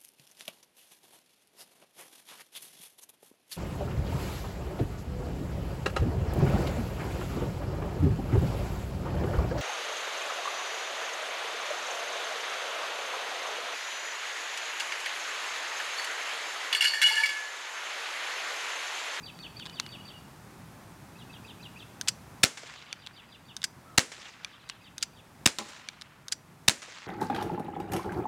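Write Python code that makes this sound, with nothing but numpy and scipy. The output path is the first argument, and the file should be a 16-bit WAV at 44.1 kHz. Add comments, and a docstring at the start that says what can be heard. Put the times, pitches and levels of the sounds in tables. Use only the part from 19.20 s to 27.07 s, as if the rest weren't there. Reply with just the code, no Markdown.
"""A gas-powered BB pistol is cocked and fired four times, at arm's length, on a lawn edged by woods.
Each shot is a burst of CO2 gas, a thump and a snap, which the lawn and the trees scatter back.
Small sprung parts click between shots, and one BB hits a hollow target that rattles and booms.
Songbirds repeat short phrases, some of them slowing, over a distant rumble and an even hiss.
An automatic volume control turns everything down at each shot and lets it creep back."""
import sys
import numpy as np
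from scipy import signal
from scipy.fft import rfft, irfft, next_fast_len
from scipy.io import wavfile
from scipy.ndimage import uniform_filter1d, minimum_filter1d

SR = 44100
rng = np.random.default_rng(int(sys.argv[2]) if len(sys.argv) > 2 else 0)


def inscribe(sig):
    """Save sig as 16-bit PCM at rate SR to the path in sys.argv[1].

    A 1-D sig is mono; a 2-D sig holds one channel per row.
    Samples are clipped to [-1, 1] before scaling.
    """
    pcm = np.round(np.clip(np.atleast_2d(sig).T, -1, 1) * 32767)
    wavfile.write(sys.argv[1], SR, pcm.astype(np.int16))


N = 346978
T = np.arange(2 ** 16) / SR  # seconds since the start of one event


def undb(db):
    """Turn decibels into a number to multiply by."""
    return 10 ** (np.asarray(db) / 20)


def add(out, start_s, x):
    """Mix x into out, beginning at start_s."""
    i = max(int(start_s * SR), 0)
    out[i:i + len(x)] += x[:max(len(out) - i, 0)]


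def level(x, db):
    """Scale x to an average (rms) level."""
    return x * undb(db) / np.sqrt(np.mean(x ** 2))


def burst(x, db):
    """Scale a short sound to the energy of one millisecond at this level."""
    return x * undb(db) / np.sqrt(np.sum(x ** 2) * 1000 / SR)


def colour(x, spectrum, tilt_db=0):
    """Filter x through (pitch_hz, level_db) points, made brighter by tilt_db per octave."""
    size = next_fast_len(len(x) // 2 + 1) * 2
    octave = np.log2(np.maximum(np.fft.rfftfreq(size, 1 / SR), 1))
    hz, db = np.transpose(spectrum)
    slope_db = tilt_db * np.maximum(octave, np.log2(hz[0]))
    gain = level(undb(np.interp(octave, np.log2(hz), db) + slope_db), 0)
    # this fold makes the filter ring only after a sound, never before it
    cepstrum = irfft(np.log(gain))
    cepstrum[1:size // 2] *= 2
    cepstrum[size // 2 + 1:] = 0
    return irfft(rfft(x, size) * np.exp(rfft(cepstrum)))[:len(x)]


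def grit(spread_db):
    """Noise made of tiny impacts of uneven size."""
    return level(rng.standard_normal(len(T)) * undb(spread_db * rng.standard_normal(len(T))), 0)


def ring(tones, size=4096):
    """A struck part rings with its own tones; the wider a tone, the sooner it dies."""
    t = T[:size]
    return sum((-1) ** k * undb(db) * width * np.exp(-np.pi * width * t) * np.sin(2 * np.pi * hz * t)
               for k, (hz, width, db) in enumerate(tones))


def contact(chatter, decay_s, size=4096):
    """One hard hit followed by dying chatter."""
    force = rng.standard_normal(size) * np.exp(-T[:size] / decay_s)
    force *= chatter / np.sqrt(np.sum(force ** 2))
    force[0] += 1
    return force


def outdoors(x, echo_db, decay_s):
    """A sound with a soft tail of reflections."""
    tail = rng.standard_normal(len(T)) * np.exp(-T / decay_s) * (1 - np.exp(-T / .01))
    return x + undb(echo_db) * signal.fftconvolve(x, tail / np.sqrt(np.sum(tail ** 2)))[:N]


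# tone colour of the distant rumble and hiss: pitch_hz, level_db
AIR_SPECTRUM = [(15, -52.5), (25, -16.5), (105, -2), (149, -1), (489, -16), (911, -13.5), (1940, -21),
                (2220, -23), (2610, -24), (2840, -27.5), (4740, -29), (6920, -30.5), (10700, -32.5),
                (14800, -36.5), (16000, -41.5)]


def air(level_db=-49.5):
    """A far rumble swells gently under an even hiss."""
    swell_db = .5 * np.interp(np.arange(N), np.linspace(0, N, 40), rng.standard_normal(40))
    noise = level(colour(rng.standard_normal(N), AIR_SPECTRUM), level_db)
    rumble = signal.sosfilt(signal.butter(1, 1200, fs=SR, output="sos"), noise)
    return noise + rumble * (undb(swell_db) - 1)


def note(glide, pitch_ratio, waver=.018):
    """A bird's nearly pure tone follows a pitch glide, unsteady and a little different every time."""
    times, hz = np.transpose(glide)
    t = np.arange(times[0], times[-1], 1 / SR)
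    pitch_flutter = np.interp(t - times[0], np.arange(128) / 300, rng.standard_normal(128))
    level_flutter = np.interp(t - times[0], np.arange(128) / 300, rng.standard_normal(128))
    sung_hz = pitch_ratio * hz * (1 + waver * rng.standard_normal(len(hz)))
    pitch = uniform_filter1d(np.interp(t, times, sung_hz), SR // 400) * (1 + .02 * pitch_flutter)
    tone = np.sin(2 * np.pi * np.cumsum(pitch) / SR) * undb(3.5 * level_flutter)
    return tone * signal.windows.tukey(len(t), .45)


def whistle(length_s, pitch_hz, db):
    """A plain whistle that rises and falls slightly."""
    arch = [(0, .96 * pitch_hz), (length_s / 3, 1.015 * pitch_hz), (length_s, .98 * pitch_hz)]
    return undb(db) * note(arch, 1)


def phrase_fade(k, count, peak, fade_db=-2):
    """Change in dB of note k: none at the peak, fade_db half a phrase away from it."""
    return fade_db * (2 * (k / (count - 1) - peak)) ** 2


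# the six pitch glides that make up one syllable of song: offset_s, pitch_hz
LEAD_IN_GLIDE = [(-.03, 2430), (-.018, 2500), (-.006, 2700)]
FLICK_GLIDE = [(-.008, 5000), (-.002, 5800), (.004, 6900)]
WARBLE_GLIDE = [(-.002, 4150), (.012, 3680), (.024, 3000), (.03, 3150), (.037, 2800), (.046, 2680),
                (.056, 2200)]
TURN_GLIDE = [(.022, 3200), (.031, 3950), (.037, 3520), (.045, 3400), (.054, 2950)]
ARCH_GLIDE = [(-.028, 4550), (-.017, 4790), (-.006, 4680), (0, 4750)]
DIP_GLIDE = [(.001, 4800), (.008, 4580), (.017, 4520), (.025, 4750)]
# song phrases: start_s, syllables (to be rounded), first_gap_s, gap_growth_s, pitch_ratio,
# loudest_point (0 to 1), warble_db, whistle_db, lead_in_db
SONG_PHRASES = [(.054, 5.8, .168, -.002, .985, .25, -46, -46.5, -54.5),
                (1.982, 4.7, 0.14, 0.0075, 1.01, 0.76, -50.5, -61, -51),
                (3.553, 6, .125, .01, 1.01, 0.4, -46.5, -52.5, -58),
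                (5.317, 5.2, 0.16, -0.0000085, 1.01, 0.18, -48, -56.5, -54),
                (5.39, 2, .135, 0, 1.13, 0.38, -52, -66, -63)]


def birds():
    """Birds sing with both sides of the voice box, pipe and call; the woods blur it all."""
    out = np.zeros(N)
    for start_s, syllables, gap_s, growth_s, ratio, peak, warble_db, whistle_db, lead_db in SONG_PHRASES:
        count = round(syllables)
        parts = [(LEAD_IN_GLIDE, lead_db), (FLICK_GLIDE, lead_db - 9),
                 (WARBLE_GLIDE, warble_db), (TURN_GLIDE, warble_db - 3),
                 (ARCH_GLIDE, whistle_db - 2), (DIP_GLIDE, whistle_db)]
        for k in range(count):
            syllable_s = start_s + k * gap_s + growth_s * k * (k - 1) / 2
            pitch_ratio = ratio * (1 + .01 * rng.standard_normal())
            for glide, db in parts:
                gain = undb(db + phrase_fade(k, count, peak))
                add(out, syllable_s + glide[0][0], gain * note(glide, pitch_ratio, waver=.0072))
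    for k in range(4):  # evenly spaced piping
        piping_db = -49 + phrase_fade(k, count=4, peak=.48)
        add(out, .466 + k * .155, whistle(length_s=.058, pitch_hz=2930, db=piping_db))
    add(out, 4.64, whistle(length_s=.13, pitch_hz=1280, db=-55))  # one low, far call
    through_leaves = outdoors(out, echo_db=-8, decay_s=.007)
    return outdoors(through_leaves, echo_db=-9, decay_s=.1)


# tone colour of a shot scattered by the lawn: pitch_hz, level_db
LAWN_SPECTRUM = [(40, -48.5), (100, -19), (250, -4), (400, -5), (1000, -9), (2100, -4.5), (3200, -9),
                 (7400, -8), (10000, -17), (16000, -41.5)]


def lawn(fade_from_s=.02, db=-10, falloff=1.64):
    """The ground nearby scatters a shot back, weaker the farther the sound has travelled."""
    arrival = 1 / (1 + (.0185 / (T + 1 / SR)) ** 14)
    fade = np.maximum(T / fade_from_s, 1) ** -falloff
    return undb(db) * colour(grit(spread_db=2) * arrival * fade, LAWN_SPECTRUM)


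# tone colour of a shot scattered by the woods: pitch_hz, level_db
WOODS_SPECTRUM = [(150, -34.5), (300, -12.5), (520, -7), (850, -1.5), (1300, 2.5), (2600, 2), (7400, -7),
                  (14000, -51)]
# separate echoes of a shot: delay_s, relative_db, decay_s, pitch_hz, width_hz
TREE_ECHOES = [(.139, -22, 0.019, 2070, 5000), (.199, -30, 0.011, 546, 250),
               (.241, -23, 0.0021, 2800, 4000), (.29, -32, 0.0057, 2000, 2000),
               (.304, -27, .007, 1700, 2000), (.357, -35, 0.0026, 3500, 5000)]


def woods(db=-32, delay_s=.17, bass_fade_s=2.85, treble_fade_s=.69, patch_db=2):
    """Tree trunks send back a patchy wash of echoes; the air takes its treble first."""
    flicker = undb(1.5 * level(uniform_filter1d(rng.standard_normal(len(T)), SR // 100), 0))
    arrival = 1 / (1 + (delay_s / (T + 1 / SR)) ** 6)
    wash = colour(grit(spread_db=6.5) * flicker * arrival, WOODS_SPECTRUM)
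    hz, t, cells = signal.stft(wash, SR, nperseg=256)  # a grid of pitch against time
    # each clump of trees returns its own colour
    patches = uniform_filter1d(rng.standard_normal(cells.shape), size=6, axis=0)
    patches = uniform_filter1d(patches, size=7, axis=1)
    cells = cells * level(undb(patch_db * level(patches, 0)), 0)
    # a fade time is how long a drop of 60 dB takes
    fade_rate = 1 / bass_fade_s + (1 / treble_fade_s - 1 / bass_fade_s) * (hz[:, None] / 8000) ** 1.62
    fade = undb(-60 * fade_rate * np.maximum(t - .24, -.04))
    out = undb(db) * signal.istft(cells * fade, SR)[1][:len(T)]
    for echo_s, echo_db, decay_s, pitch_hz, width_hz in TREE_ECHOES:
        band = signal.iirpeak(pitch_hz, pitch_hz / width_hz, SR)
        echo = level(signal.lfilter(*band, colour(grit(spread_db=-7), LAWN_SPECTRUM)), echo_db)
        add(out, echo_s, echo * np.exp(-T / decay_s) * (1 - np.exp(-T / .00039)))
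    return out


# ringing tones of the hollow target: pitch_hz, width_hz, level_db
TARGET_TONES = [(217, 11, 1), (330, 17, -2), (350, 16, -3), (428, 22, -6), (555, 25, -11), (618, 23, -8.5),
                (816, 33, -4), (1025, 25, 3), (1150, 30, -6), (1330, 38, -7)]


def target(hit_s=6.386):
    """The BB cracks against something hollow, which rattles and booms."""
    crack = colour(contact(chatter=2.7, decay_s=.004), GAS_SPECTRUM, tilt_db=-1)
    crunch = colour(contact(chatter=8, decay_s=.026), LAWN_SPECTRUM, tilt_db=-1)
    boom = ring(TARGET_TONES, size=16384)
    rattle = signal.fftconvolve(contact(chatter=1.8, decay_s=.0092), boom)
    tree_echo = colour(contact(chatter=8, decay_s=.024), LAWN_SPECTRUM)
    out = np.zeros(N)
    add(out, hit_s, burst(crack, -10.5))
    add(out, hit_s, burst(crunch, -16.5))
    add(out, hit_s + .00408, burst(boom, -17))
    add(out, hit_s + .022, burst(rattle, -18))
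    add(out, hit_s + .1, burst(tree_echo, -24.5))
    return outdoors(out, echo_db=-12, decay_s=.13)


# tone colour of the pistol's frame: pitch_hz, level_db
FRAME_SPECTRUM = [(500, -26), (1000, -0.5), (1600, 0.5), (2300, -2), (3600, 6.5), (5000, 1), (6300, -5),
                  (9000, -10.5), (16000, -34)]


def tick(db, tilt_db):
    """A light, dry tap on the frame."""
    return burst(colour(contact(chatter=1.45, decay_s=.0022), FRAME_SPECTRUM, tilt_db), db)


def click(tones, db):
    """A sprung part snaps over and rings, with a softer tap as it lands."""
    ringing = burst(signal.fftconvolve(contact(chatter=.45, decay_s=.0024), ring(tones)), db)
    tap = colour(contact(chatter=.5, decay_s=.0013), FRAME_SPECTRUM, tilt_db=2)
    add(ringing, 0, burst(tap, db - 8))
    return ringing


# ringing tones of the small catch (the pawl) and of the spring: pitch_hz, width_hz, level_db
CATCH_TONES = [(1570, 180, -3), (3100, 340, -16), (3720, 140, 0), (4900, 1140, -3), (6300, 190, 1.5),
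               (7100, 230, -8), (8860, 300, -8.5), (11200, 600, -15)]
SPRING_TONES = [(4463, 14, -10), (4850, 11, -6), (5103, 12, -8), (5771, 10, 0), (5950, 10, -5),
                (6099, 8, 0), (7477, 12, -5)]
# tone colour of the sliding parts: pitch_hz, level_db
SLIDE_SPECTRUM = [(410, -61.5), (700, -25), (1170, -18), (1500, -5.5), (2270, -8), (3500, -4.5),
                  (4260, -5.5), (4800, 3), (5610, -3.5), (6150, -2.5), (8100, -5), (8990, -11.5),
                  (9990, -10.5), (11800, -24), (16000, -29.5)]
# the touch, latch and rattle of one cocking stroke: offset_s, relative_db, decay_s
COCKING_STROKE = [(-.002, -4.5, 0.00093), (0, 0.5, 0.003), (.0045, -7, .004)]
# pulls of the trigger: click_s, cock_s, cock_db, creep_length_s, creep_db
TRIGGER_PULLS = [(2.8123, 2.8855, -13, 0.01, -26.5), (4.3663, 4.4422, -12.5, 0.024, -28),
                 (5.781, 5.8283, -11.5, 0.017, -37), (7.083, 7.124, -11.5, 0.0066, -30)]


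def trigger_pulls(spring_db=-24.5):
    """Each pull clicks the catch, creeps in two slips, then cocks the pistol and rings its spring."""
    out = np.zeros(N)
    for click_s, cock_s, cock_db, creep_s, creep_db in TRIGGER_PULLS:
        add(out, click_s, click(CATCH_TONES, db=-21.5))
        add(out, click_s + .007, tick(db=-38.5, tilt_db=3.5))  # the catch bounces once
        for lead_s in (creep_s, creep_s / 2):
            add(out, cock_s - lead_s, tick(creep_db, tilt_db=1))
        for offset_s, part_db, decay_s in COCKING_STROKE:
            scrape = colour(contact(chatter=1.8, decay_s=decay_s), SLIDE_SPECTRUM)
            tones = [(hz, width, db + 4 * rng.standard_normal()) for hz, width, db in SPRING_TONES]
            add(out, cock_s + offset_s, burst(scrape, cock_db + part_db))
            add(out, cock_s + offset_s, burst(ring(tones, size=16384), cock_db + part_db + spring_db))
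    return out


# ringing tones of the trigger: pitch_hz, width_hz, level_db
TRIGGER_TONES = [(1640, 240, -5.5), (2350, 135, -1), (3504, 300, -1.5), (4500, 320, -5), (5630, 280, -11),
                 (6050, 240, -3.5), (9050, 400, -17.5)]
# letting go of the trigger: spring_back_s, settle_s, settle_db
TRIGGER_RELEASES = [(3.728, 3.8715, -23.5), (5.2468, 5.4982, -18.5), (6.6872, 6.8200, -24.5)]


def trigger_releases():
    """The trigger springs back, grazes its stop and settles against it."""
    out = np.zeros(N)
    for spring_back_s, settle_s, settle_db in TRIGGER_RELEASES:
        add(out, spring_back_s, click(TRIGGER_TONES, db=-15))
        add(out, settle_s - .0071, tick(db=-27, tilt_db=1.5))
        add(out, settle_s, tick(settle_db, tilt_db=0))
    return out


# knocks of the pistol in the hand: start_s, level_db
HAND_KNOCKS = [(.19, -40.5), (.398, -35.5), (.456, -34), (0.4616, -31.5), (.469, -35), (.497, -37),
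               (0.599, -18), (0.6638, -34)]


def handling():
    """The pistol knocks as it is turned in the hand; softer knocks are duller."""
    out = np.zeros(N)
    for start_s, level_db in HAND_KNOCKS:
        add(out, start_s, tick(level_db, tilt_db=1.2 + .08 * level_db))
    return out


# tone colour of the gas burst: pitch_hz, level_db
GAS_SPECTRUM = [(120, -31.5), (220, -9), (450, -20.5), (700, -9.5), (1140, -9.5), (1770, -2.5), (2700, -2),
                (3190, -6), (3760, 1), (4860, -5.5), (5400, -1.5), (8000, -5.5), (10300, -12),
                (12200, -20.5), (16000, -20.5)]


def muzzle(open_s, tilt_db, thump_db, body_db, thump_hz=115, body_hz=600, leak_db=-24):
    """Gas roars and crackles while the valve is open, its puff thumps, and the parts snap home."""
    valve = 1 / (1 + (T / open_s) ** 20)
    leak = undb(leak_db) * np.exp(-T / .02)
    roar = colour(grit(spread_db=4) * (valve + leak), GAS_SPECTRUM, tilt_db)
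    shocks = np.zeros(len(T))
    shocks[(open_s * SR * rng.random(size=6)).astype(int)] = 1  # sudden jumps of pressure in the jet
    crackle = colour(shocks, GAS_SPECTRUM, tilt_db=3)
    out = (burst(roar, 0) + burst(crackle, -7)) * np.sqrt(open_s * 1000)  # open longer, more energy
    thump = undb(thump_db) * np.exp(-T / .003) * np.cos(2 * np.pi * thump_hz * T + .25)
    low_mid_body = burst(ring([(body_hz, 260, 0)]), body_db)  # a short tone that colours the burst
    snap = colour(contact(chatter=1, decay_s=.0015), GAS_SPECTRUM, tilt_db=-2)
    add(out, open_s - .0015, -thump)
    add(out, open_s - .0015, -low_mid_body)
    add(out, .015, burst(snap, -2))
    return out


# the shots: start_s, muzzle_db, valve_open_s, tilt_db_per_octave, thump_db, body_db, echo_db
# (thump_db and body_db are relative to muzzle_db)
PISTOL_SHOTS = [(3.233, -2, 0.0095, -1, -4, -7.5, -5.5), (4.778, -1, 0.0078, -1, -1.5, -12.5, -5.5),
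                (6.259, -1, 0.00723, -1.5, -1.5, -32.5, -7.5), (7.4804, 2.5, 0.007, -1.4, -3.5, -25, -3)]


def shots():
    """The hammer is released, gas bursts from the muzzle, and the lawn and woods answer."""
    out = np.zeros(N)
    for start_s, muzzle_db, open_s, tilt_db, thump_db, body_db, echo_db in PISTOL_SHOTS:
        hammer = colour(contact(chatter=3, decay_s=.002), SLIDE_SPECTRUM)
        add(out, start_s - .0022, burst(hammer, -22.5))
        add(out, start_s, undb(muzzle_db) * muzzle(open_s, tilt_db, thump_db, body_db))
        add(out, start_s, undb(echo_db) * (lawn() + woods()))
    return out


def scene():
    """Everything that reaches the one microphone."""
    firing = shots()
    clicks = outdoors(trigger_pulls() + trigger_releases() + handling(), echo_db=-29, decay_s=.03)
    return (firing + clicks + target() + birds() + air())[None]


def record(dry, limit_db=-12, recovery_db_per_s=6, bass_cut_hz=45, treble_cut_hz=15800):
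    """The volume drops at once on a loud sound and recovers slowly; peaks are rounded, the top is cut."""
    power = uniform_filter1d(dry[0] ** 2, SR // 125)
    cut_db = np.minimum(limit_db - 10 * np.log10(np.maximum(power, 1e-12)), 0)
    early_cut_db = minimum_filter1d(cut_db, SR // 80)  # starts just ahead of the peak
    recovery_db = recovery_db_per_s * np.arange(N) / SR
    gain_db = np.minimum.accumulate(early_cut_db - recovery_db) + recovery_db
    small_mic = signal.butter(1, bass_cut_hz, "high", fs=SR, output="sos")  # loses deep bass
    rounded = np.tanh(signal.sosfilt(small_mic, dry) * undb(gain_db))
    return signal.sosfilt(signal.ellip(8, .2, 70, treble_cut_hz, fs=SR, output="sos"), rounded)


dry = scene()
out = record(dry)
inscribe(out)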